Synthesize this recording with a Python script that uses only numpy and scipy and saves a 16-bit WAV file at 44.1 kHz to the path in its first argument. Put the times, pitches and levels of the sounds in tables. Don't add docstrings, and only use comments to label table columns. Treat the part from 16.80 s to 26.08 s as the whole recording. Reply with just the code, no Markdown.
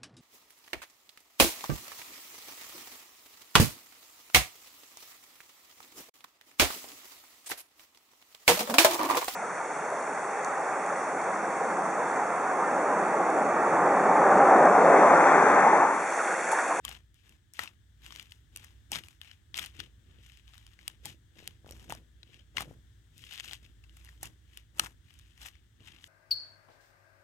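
import sys
import numpy as np
from scipy import signal
from scipy.fft import rfft, irfft, next_fast_len
from scipy.io import wavfile
from scipy.ndimage import uniform_filter1d

SR = 44100
rng = np.random.default_rng(int(sys.argv[2]) if len(sys.argv) > 2 else 0)


def transcribe(u):
    v = np.clip(np.atleast_2d(u).T, -1, 1)
    q = np.round(v * 32767).astype(np.int16)
    wavfile.write(sys.argv[1], SR, q)


N = 409190
SIZE = next_fast_len(N + SR)
HZ = np.arange(SIZE // 2 + 1) * SR / SIZE
T = np.arange(N) / SR


def undb(db):
    return 10 ** (np.asarray(db) / 20)


def level(x, db):
    return x * undb(db) / np.sqrt(np.mean(x ** 2))


def over_hz(curve):
    hz, value = np.transpose(curve)
    return np.interp(np.log(HZ + 1), np.log(hz + 1), value)


def shape(x, gain):
    return irfft(rfft(x, SIZE) * gain, SIZE)[..., :N]


def walk(rate):
    hold = int(SR / rate)
    steps = np.repeat(rng.standard_normal(N // hold + 1), hold)
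    slow = uniform_filter1d(uniform_filter1d(steps, hold), hold)[:N]
    return slow / np.std(slow)


def grains(rate, spread_db, count):
    happens = rng.random(N) < rate / SR
    loudness = undb(spread_db * np.minimum(rng.exponential(1., N), 3))
    return happens * loudness * rng.standard_normal((count, N))


def ring(t, hz, t60):
    return np.sin(2 * np.pi * hz * t) * 1000. ** (-t / t60)


APART_DB = -2


def both(x):
    return x[0] + undb(APART_DB) * x[1:]


# (frequency [Hz], left level [dB per Hz], right level [dB per Hz])
AIR_COLOUR = [(31.9, -90, -96.5), (61, -83.5, -76), (100, -78, -80), (174, -99, -95.5), (322, -100, -100),
              (526, -114, -114), (1050, -115, -116), (1754, -101, -119), (2500, -114, -120),
              (3350, -103, -117), (4360, -114, -121), (8770, -113, -120), (9350, -124, -126),
              (15500, -122, -126)]
# (frequency [Hz], likeness [0-1])
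AIR_LIKENESS = [(60, 0.9), (130, 0.83), (290, 0.71), (640, 0), (1410, 0.2), (3100, 0.25), (6820, 0.04),
                (15000, 0.2)]
# (time [s], level [dB])
HUM_LEVELS = [(0.0, -72), (0.07, -50), (0.67, -77), (1.14, -56), (2.19, -65), (2.77, -96), (2.84, -58),
              (4.65, -62), (4.81, -80), (4.91, -49), (5.37, -58), (5.45, -73), (5.76, -52), (6.51, -68),
              (6.67, -54.5), (7.93, -58.5), (8.04, -46), (8.24, -70), (8.6, -56.5), (9.28, -82)]
AIR_LOW_HZ = 26.8
HUM_HZ, HUM_WANDER_HZ = 57.3, 1.486
HUM_LEAD, HUM_FLUTTER_DB = 0.33, 5


def air():
    alike = np.clip(over_hz(AIR_LIKENESS), 0, 1)
    left, other = rfft(rng.standard_normal((2, SIZE))) * np.sqrt(SR / 2)
    pair = np.array([left, alike * left + np.sqrt(1 - alike ** 2) * other])
    colour = undb([over_hz(np.array(AIR_COLOUR)[:, [0, k]]) for k in (1, 2)])
    colour = colour / (1 + (AIR_LOW_HZ / (HZ + 1)) ** 4)
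    noise = irfft(pair * colour, SIZE)[:, :N] * undb(walk(2.99))
    phase = 2 * np.pi * np.cumsum(HUM_HZ + HUM_WANDER_HZ * walk(6.7)) / SR
    hum = np.sqrt(2) * np.sin(phase + np.array([[HUM_LEAD], [0]]))
    hum_db = np.interp(T, *np.transpose(HUM_LEVELS)) - HUM_FLUTTER_DB * np.abs(walk(12))
    return noise + hum * undb(hum_db)


ROOM_T60_S, ROOM_DB = .2, -28


def echo(near):
    t = np.arange(SR // 3) / SR
    tail = rng.standard_normal((2, len(t))) * 1000. ** (-t / ROOM_T60_S) * (t > .003)
    tail = undb(ROOM_DB) * tail / np.sqrt(np.sum(tail ** 2) / 2)
    return signal.fftconvolve(near, tail, axes=1)[:, :N]


# (frequency [Hz], left minus right level [dB])
PORT_BALANCE = [(200, 0.5), (700, 3), (1000, 2), (1500, 8), (2000, 19), (2800, 17), (3500, 22.5),
                (4500, -1.5), (5600, 17), (7000, -11), (8500, 7.5), (10000, 2.5), (11800, -6), (14000, 9)]
# (frequency [Hz], phase lead [radians])
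PORT_PHASE = [(600, 0.01), (1500, 2.1), (3000, 0.94), (4500, 4.3), (8000, 7.6), (15000, 12.7)]


def ports(near):
    ratio, lead = undb(over_hz(PORT_BALANCE)), over_hz(PORT_PHASE)
    share = 2 / np.sqrt(1 + ratio ** 2 + 2 * ratio * np.maximum(np.cos(lead), 0))
    return shape(near, share * np.array([ratio, np.exp(-1j * lead)]))


# (full from time [s], rise [s per 40 dB], hold [s],
# fall [s per 40 dB], threads level [dB], wet body level [dB], fine sizzle level [dB], table level [dB])
FINGER_PULLS = [(0.047, 0.027, 0.086, 0.13, -57.5, -60.5, -61.5, -60),
                (0.353, .03, 0.055, 0.19, -74, -93, -80, -89),
                (0.448, 0.053, 0.074, 0.17, -72.5, -75, -74, -69),
                (0.745, 0.02, 0.036, .02, -59.5, -75, -63, -82),
                (.793, 0.017, 0.037, 0.12, -49, -47.5, -49.5, -57),
                (1.253, 0.11, 0.16, 0.21, -59.5, -69.5, -64, -66.5),
                (1.51, 0.027, .012, 0.21, -72, -77, -68, -90),
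                (1.76, 0.09, 0.098, 0.28, -66.5, -73, -68.5, -68),
                (2.127, 0.032, 0.033, .1, -44.5, -49, -45.5, -49.5),
                (2.237, .02, .07, 0.17, -72.5, -77, -69.5, -83),
                (2.418, 0.033, 0.086, 0.2, -64, -76.5, -71.5, -95),
                (2.757, 0.027, 0.078, 0.13, -48.5, -57.5, -52.5, -57.5),
                (2.941, .03, 0.05, .05, -62.5, -75, -71.5, -67),
                (2.992, 0.013, 0.0054, 0.13, -49.5, -63.5, -60, -52),
                (3.31, 0.24, 0.1, 0.063, -72, -78, -84, -66),
                (3.434, 0.13, 0.12, 0.28, -67, -81.5, -73, -82),
                (3.686, .1, 0.051, 0.93, -69, -77, -73, -94),
                (4.009, 0.064, 0.11, 0.13, -68, -74, -72.5, -69.5),
                (4.258, 0.061, 0.04, 0.09, -54.5, -65, -56, -53.5),
                (4.579, 0.1, 0.11, 0.17, -65.5, -72.5, -70.5, -61),
                (4.871, .06, 0.18, 0.079, -72.5, -71.5, -68, -59),
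                (5.103, .05, 0.022, 0.14, -58.5, -55.5, -57, -50),
                (5.515, 0.27, 0.05, .2, -66.5, -81, -78, -63.5),
                (5.771, 0.034, 0.053, 0.058, -51.5, -50.5, -53.5, -51.5),
                (5.834, 0.024, 0.079, 0.13, -85, -70.5, -72, -54),
                (6.378, 0.12, .11, .05, -63.5, -92, -67, -69),
                (6.504, 0.12, 0.1, 0.036, -52, -72.5, -61, -74),
                (6.634, 0.053, 0.11, 0.083, -55.5, -71, -59, -64.5),
                (6.833, 0.14, 0.023, .2, -70.5, -85, -78, -67.5),
                (7.035, 0.017, 0.017, 0.22, -77, -84, -82, -84),
                (7.167, 0.21, 0.14, 0.3, -73, -77, -70.5, -70),
                (7.433, 0.044, 0.017, 0.11, -60, -56, -53, -53),
                (7.768, 0.29, 0.022, 0.14, -65, -76, -70, -71.5),
                (8.002, 0.083, 0.043, 0.13, -65, -53.5, -52.5, -53.5),
                (8.292, 0.17, 0.1, 0.87, -70, -87, -76.5, -88),
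                (8.735, .03, .04, 0.086, -67.5, -92.5, -93, -82),
                (8.626, 0.1, 0.052, 0.08, -57.5, -61, -56, -69.5),
                (9.003, 0.017, .03, .1, -72, -80, -91, -64),
                (9.065, 0.18, 0.023, 0.55, -63, -70.5, -70, -66.5),
                (9.249, .1, 0.05, .1, -71, -75, -63, -78)]
EDGE_DB = 40


def pull(column, gain_db, slower=1):
    power = np.zeros(N)
    for row in FINGER_PULLS:
        s, rise, hold, fall = row[0], *np.maximum(row[1:4], .003)
        times = s + np.cumsum([-2 * slower * rise, 2 * slower * rise, hold, 2 * slower * fall])
        span = slice(*np.searchsorted(T, times[[0, -1]]))
        levels = row[column] + np.array([-2 * EDGE_DB, -gain_db / 2, gain_db / 2, -2 * EDGE_DB])
        power[span] += undb(2 * np.interp(T[span], times, levels))
    return np.sqrt(power)


# (frequency [Hz], width [Hz], relative level [dB])
TABLE_MODES = [(111.5, 83, 11), (157, 21, -16), (233, 33, -0.5), (318.3, 11.4, 8.5), (464, 67, -14)]


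def table():
    push = both(grains(500, 0.7, count=3))
    panel = 0
    for hz, width, db in TABLE_MODES:
        panel = panel + undb(db) * 1j * HZ * width / (hz ** 2 - HZ ** 2 + 1j * HZ * width)
    panel = panel / (1 + (HZ / 600) ** 4)
    return level(shape(push, panel), 0) * pull(column=7, gain_db=-0.5, slower=1.8)


# (crest time [s], peak level before lean and ports [dB], width [ms])
HOLE_PUFFS = [(4.567, -52, 1.), (4.603, -50, 1.), (4.627, -47, 1.), (4.8465, -45, .8), (4.8668, -41, .8),
              (4.8865, -45, .7), (4.9095, -43, .7), (4.934, -46, .9), (5.748, -52, .8), (5.755, -51, .8),
              (5.857, -46, .9), (5.879, -47, .9), (5.912, -39, .9)]
PUFF_LEAN_DB = 5


def puffs():
    out = np.zeros(N)
    for s, db, width_ms in HOLE_PUFFS:
        x = ((T - s) * 2000 / width_ms).clip(-9, 9)
        out += undb(db) * (1 - x ** 2 / 2) * np.exp(-x ** 2 / 2)
    return out * undb([[PUFF_LEAN_DB / 2], [-PUFF_LEAN_DB / 2]])


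JERK_PER_S, JERK_FADE_S, JERK_BED = 150, 0.0021, 1.47


def jerks():
    jumps = np.abs(grains(JERK_PER_S, 3.6, count=1)[0])
    return JERK_BED + signal.lfilter([1], [1, -np.exp(-1 / (JERK_FADE_S * SR))], jumps)


# (frequency [Hz], relative level [dB per Hz])
TEAR_COLOUR = [(300, -29.5), (550, -23.5), (760, -15.5), (1250, -13.5), (1500, -10), (1800, -5),
               (2300, -1.5), (2900, 3.5), (3500, -0.5), (4500, -10.5), (6500, -8), (10000, -14),
               (11700, -11), (16000, -27.5)]


def peel():
    centres = 500 * 2. ** np.arange(6)
    clicks = rfft(grains(1500, 6.9, count=6), SIZE)
    t = np.arange(400) / SR
    decay = 1000. ** (-t / (0.011 + 2.0 / centres[:, None]))
    smear = rfft(rng.standard_normal((len(centres), len(t))) * decay, SIZE)
    smear = smear / np.abs(smear)
    octave = np.cos(np.pi / 2 * np.log2((HZ + 1) / centres[:, None]).clip(-1, 1))
    snaps = irfft(np.sum(clicks * smear * octave, axis=0), SIZE)[:N]
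    hiss = undb(walk(60)) * both(rng.standard_normal((3, N)))
    wet = (level(snaps, 0) + level(hiss, 1)) * jerks()
    low, high = (1 / (1 + (HZ / edge) ** 8) for edge in (1300, 5000))
    body = pull(column=5, gain_db=1.5)
    threads = pull(column=4, gain_db=2)
    sizzle = pull(column=6, gain_db=1)
    out = 0
    for band, gain in ((low, body), (high - low, threads), (1 - high, sizzle)):
        out = out + level(shape(wet, np.sqrt(band) * undb(over_hz(TEAR_COLOUR))), 0) * gain
    return out


SMALL_PER_S, SMALL_DB, SMALL_SPREAD_DB = 49, 5, 3.5
SMALL_HZ, SMALL_HOLLOW_DB, SMALL_HOLLOW_HZ, SMALL_SNAP_DB, SMALL_T60_S = 3010, -18, 1070, -11.5, 0.0079


def small_pops(count=10):
    s, _, hold, _, threads_db = (c[:, None] for c in np.transpose(FINGER_PULLS)[:5])
    draws = rng.standard_normal((7, len(s), count))
    place, keep, loud, hollow, hollow_pitch, snap, length = draws
    share = lambda x: (1 + np.tanh(.85 * x)) / 2
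    start = s + hold * share(place)
    db = threads_db + SMALL_DB + SMALL_SPREAD_DB * loud
    silent = (share(keep) > SMALL_PER_S * hold / count) | (start > T[-1])
    db[silent] = -200
    rows = [np.minimum(start, T[-1]), db, np.full_like(start, SMALL_HZ),
            SMALL_HOLLOW_DB - 8 * np.abs(hollow), SMALL_HOLLOW_HZ * 1.01 ** hollow_pitch,
            SMALL_SNAP_DB + 7 * snap, SMALL_T60_S * 1.5 ** length]
    return np.reshape(rows, (len(rows), -1)).T


# (time [s], pocket peak before lean and ports [dB], pocket pitch [Hz],
# hollow level re pocket [dB], hollow pitch [Hz], snap level re pocket [dB], base decay time to -60 dB [s])
POCKET_POPS = [(0.0504, -25, 3140, -12, 1150, 0.5, 0.013), (0.0804, -29.5, 2940, -33, 1150, -12, 0.0099),
               (0.091, -36.5, 2760, -6.5, 784, 2, 0.022), (0.114, -31, 2800, -10, 1260, -18, 0.0032),
               (0.15, -38, 2980, -22, 1410, -14, 0.011), (0.343, -58, 3440, -24, 1370, 6, 0.014),
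               (0.4934, -51.5, 2760, -40, 920, 7.5, 0.016), (0.7362, -46.5, 5440, -35, 1340, 10, 0.0093),
               (0.7923, -20.5, 1900, -9.5, 1340, -10.5, 0.014), (0.8359, -36, 2580, -4, 1360, 3, 0.013),
               (0.8755, -34.5, 2680, -35, 1300, -34, 0.026), (1.2633, -34.5, 2800, -37, 980, -9, 0.0062),
               (1.3064, -36, 3100, -16, 1150, -19, 0.009), (1.3235, -34, 3080, -22, 1180, -15, 0.0046),
               (1.348, -51, 2500, -18, 1400, -7, .008), (1.3607, -34.5, 2750, -28, 1300, 1.5, 0.0036),
               (1.3969, -31.5, 3000, -44, 790, -6, 0.0064), (1.4268, -49.5, 3100, -21, 1130, 8, .008),
               (1.5205, -36.5, 2930, -32, 990, -8.5, 0.015), (1.7614, -34, 2780, -28, 794, 9, 0.013),
               (1.7725, -40.5, 2830, -36, 1400, 8.5, 0.01), (1.8444, -48.5, 1850, -23, 1410, 10, 0.022),
               (2.118, -31.5, 2680, -3.5, 815, 14, 0.015), (2.1579, -21, 3430, -16, 1350, -19, 0.0044),
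               (2.188, -41, 3080, -21, 560, -14, .006), (2.2367, -39, 2850, -48, 1040, -8, 0.018),
               (2.2847, -38.5, 2440, -39, 1350, -1, 0.011), (2.4149, -30.5, 3080, -37, 1020, -10, .01),
               (2.4467, -44, 2400, -22, 830, -12, 0.0097), (2.5136, -40, 2990, -49, 1220, -23, 0.012),
               (2.7431, -25, 3200, -48, 1260, -34, 0.0078), (2.754, -38, 3180, -26, 1330, -13, .008),
               (2.778, -24.5, 2820, -30, 1370, 0, 0.0042), (2.7935, -24.5, 3500, -12, 1290, -2, 0.0075),
               (2.8478, -34, 2990, -16, 1290, -13, .008), (2.8607, -38, 2920, -28, 1340, 5.5, 0.011),
               (3.002, -22.5, 3390, -51, 1250, -15, 0.012), (3.573, -46.5, 2860, -39, 1360, -1, 0.0061),
               (3.6786, -45.5, 3050, -30, 1200, -13, .01), (3.7359, -42.5, 3130, -14, 1290, -21, 0.01),
               (3.7798, -46.5, 3920, -27, 1190, 2.5, 0.01), (3.866, -43, 3100, -43, 1350, -6, 0.0087),
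               (3.9903, -41.5, 2130, -34, 780, -36, 0.01), (4.0792, -24, 2880, -27, 760, 3.2, 0.0099),
               (4.256, -31, 2900, -11, 845, 6.5, 0.0053), (4.2606, -42.5, 3260, 0, 824, 3, 0.064),
               (4.6759, -26, 3120, -23, 774, 1.3, 0.0064), (4.8608, -49, 1340, -15, 566, -36, 0.013),
               (4.8912, -42.5, 2900, -7, 800, -11, 0.0054), (4.9095, -40, 3260, -8, 554, 5.5, .0094),
               (4.9218, -41.5, 5730, -20, 555, -8, 0.029), (5.097, -41.5, 2960, 7, 710, 9, 0.0068),
               (5.1231, -29.5, 1120, 1.5, 890, -1, 0.0084), (5.1501, -40.5, 5640, -5, 670, -1, 0.0099),
               (5.431, -39, 3900, -43, 1320, -38, 0.015), (5.5433, -43, 2780, -27, 670, -16, 0.01),
               (5.595, -50.5, 3100, -17, 567, -22, 0.019), (5.7696, -21.5, 2840, -38, 1080, -28, 0.019),
               (5.7817, -23, 2110, -9.5, 1060, -14, 0.024), (5.8064, -27.5, 1200, -11, 800, 0, 0.02),
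               (5.8208, -40.5, 3510, 6, 746, 13, 0.0064), (6.3797, -54, 3480, -27, 1400, 11.5, 0.0087),
               (6.4387, -39, 3130, -38, 1120, -17, 0.012), (6.51, -37.5, 2980, -26, 810, -9, 0.031),
               (6.5235, -35, 2960, -23, 775, -13, 0.014), (6.5367, -36, 3025, -31, 770, -2, 0.011),
               (6.558, -37, 3240, -37, 1300, -4, 0.01), (6.5689, -46, 3280, -24, 1140, -12, .009),
               (6.5779, -30.5, 3300, -27, 1080, -9, 0.0054), (6.588, -42, 2680, -21, 830, -16, 0.013),
               (6.5991, -22.5, 3050, -38, 830, -11, 0.0072), (6.641, -39, 2830, -25, 806, -17, 0.014),
               (6.6556, -48, 2950, -21, 800, -22, 0.015), (6.6711, -56, 3500, -24.5, 820, -4, 0.0078),
               (6.6848, -36, 2980, -37, 890, -11, 0.013), (6.696, -54, 2920, -13, 800, 6, .005),
               (6.7115, -33, 3220, -17, 796, -22, 0.012), (6.725, -45, 3340, -6, 795, -16, 0.0099),
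               (6.7332, -24.5, 3220, -41, 800, -4.5, .003), (6.8621, -50.5, 2640, -27, 1400, -8, 0.023),
               (7.039, -49, 2680, -35, 574, -12, 0.038), (7.095, -49, 2910, -33, 820, -14, 0.011),
               (7.169, -51.5, 2800, -12, 770, 11, 0.0081), (7.2476, -49, 1980, -23, 780, 8, 0.007),
               (7.2643, -50, 2800, -22, 790, -12, .02), (7.2748, -49, 1910, -30, 1270, -17, 0.022),
               (7.2894, -43.5, 1860, -37, 1276, -13, 0.024), (7.4298, -38.5, 1860, -0.5, 800, 10.5, 0.033),
               (7.4554, -37.5, 2750, -19, 1180, 2, .024), (7.7731, -33.5, 2880, -50, 1227, -1.5, 0.014),
               (7.9852, -47, 2910, -3.5, 580, 9, 0.0102), (7.9948, -27.5, 2820, 1.5, 1267, 12, 0.021),
               (7.9961, -11.5, 2960, -26, 1250, -5, 0.013), (7.9972, -21, 1550, -16, 1310, 1, 0.0048),
               (8.04, -46, 1280, 12, 980, 2, 0.0036), (8.308, -49, 2910, -28, 1310, -10, 0.0041),
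               (8.3398, -53, 2930, -18, 1130, 6, .006), (8.39, -54, 2970, -16, 1400, 11.5, 0.011),
               (8.3957, -46.5, 2900, -30, 1400, -4, 0.0093), (8.577, -52.5, 2200, -30, 1200, -2, 0.021),
               (8.616, -36, 3350, -37, 1020, -16, 0.0044), (8.7539, -47.5, 2240, -38, 1320, -24, 0.013),
               (9.005, -52.5, 2880, -12, 638, -20, 0.022), (9.163, -46.5, 2770, -26, 980, -20, 0.017),
               (9.2417, -35.5, 3000, -28, 1040, -16, 0.0059)]
LEAN_SPREAD_DB = 2


def pops():
    rows = np.vstack([POCKET_POPS, small_pops()])
    s, db, hz, hollow_db, hollow_hz, snap_db, t60 = (c[:, None] for c in rows.T)
    lean_db = LEAN_SPREAD_DB * rng.standard_normal(len(s))
    t = np.arange(1536) / SR
    t60 = np.clip(t60, .003, .05)
    noise = both(rng.standard_normal((3, len(s), 2 * len(t))))
    rise = 1 - np.exp(-t / 0.000095)
    fade = rise * 1000. ** (-t / t60)
    rough_band = signal.butter(2, [1300, 5000], "band", fs=SR, output="sos")
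    snap_band = signal.butter(2, [5200, 12500], "band", fs=SR, output="sos")
    rough = signal.sosfilt(rough_band, noise[..., ::2] * fade)
    snap = signal.sosfilt(snap_band, noise[..., 1::2] * fade ** 1.7)
    top = lambda x: x / np.abs(x).max(axis=(0, 2), keepdims=True)
    burst = rise * ring(t, hz, t60 / 2)
    after_ring = rise * ring(t, hz, 2 * t60)
    pocket = top(burst + .15 * after_ring + .7 * top(rough))
    hollow = rise * ring(t, hollow_hz, np.minimum(2.4 * t60, .03))
    pop = undb(db) * (pocket + undb(hollow_db) * hollow + undb(snap_db) * top(snap))
    out = np.zeros((2, N + len(t)))
    for start, one, lean in zip((s[:, 0] * SR).astype(int), pop.swapaxes(0, 1), lean_db):
        out[:, start:start + len(t)] += undb([[lean / 2], [-lean / 2]]) * one
    return out[:, :N]


def scene():
    near = ports(pops() + peel() + table() + puffs())
    return near + echo(near) + air()


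def record(dry):
    return signal.sosfilt(signal.ellip(8, .2, 70, 16300, fs=SR, output="sos"), dry)


dry = scene()
out = record(dry)
transcribe(out)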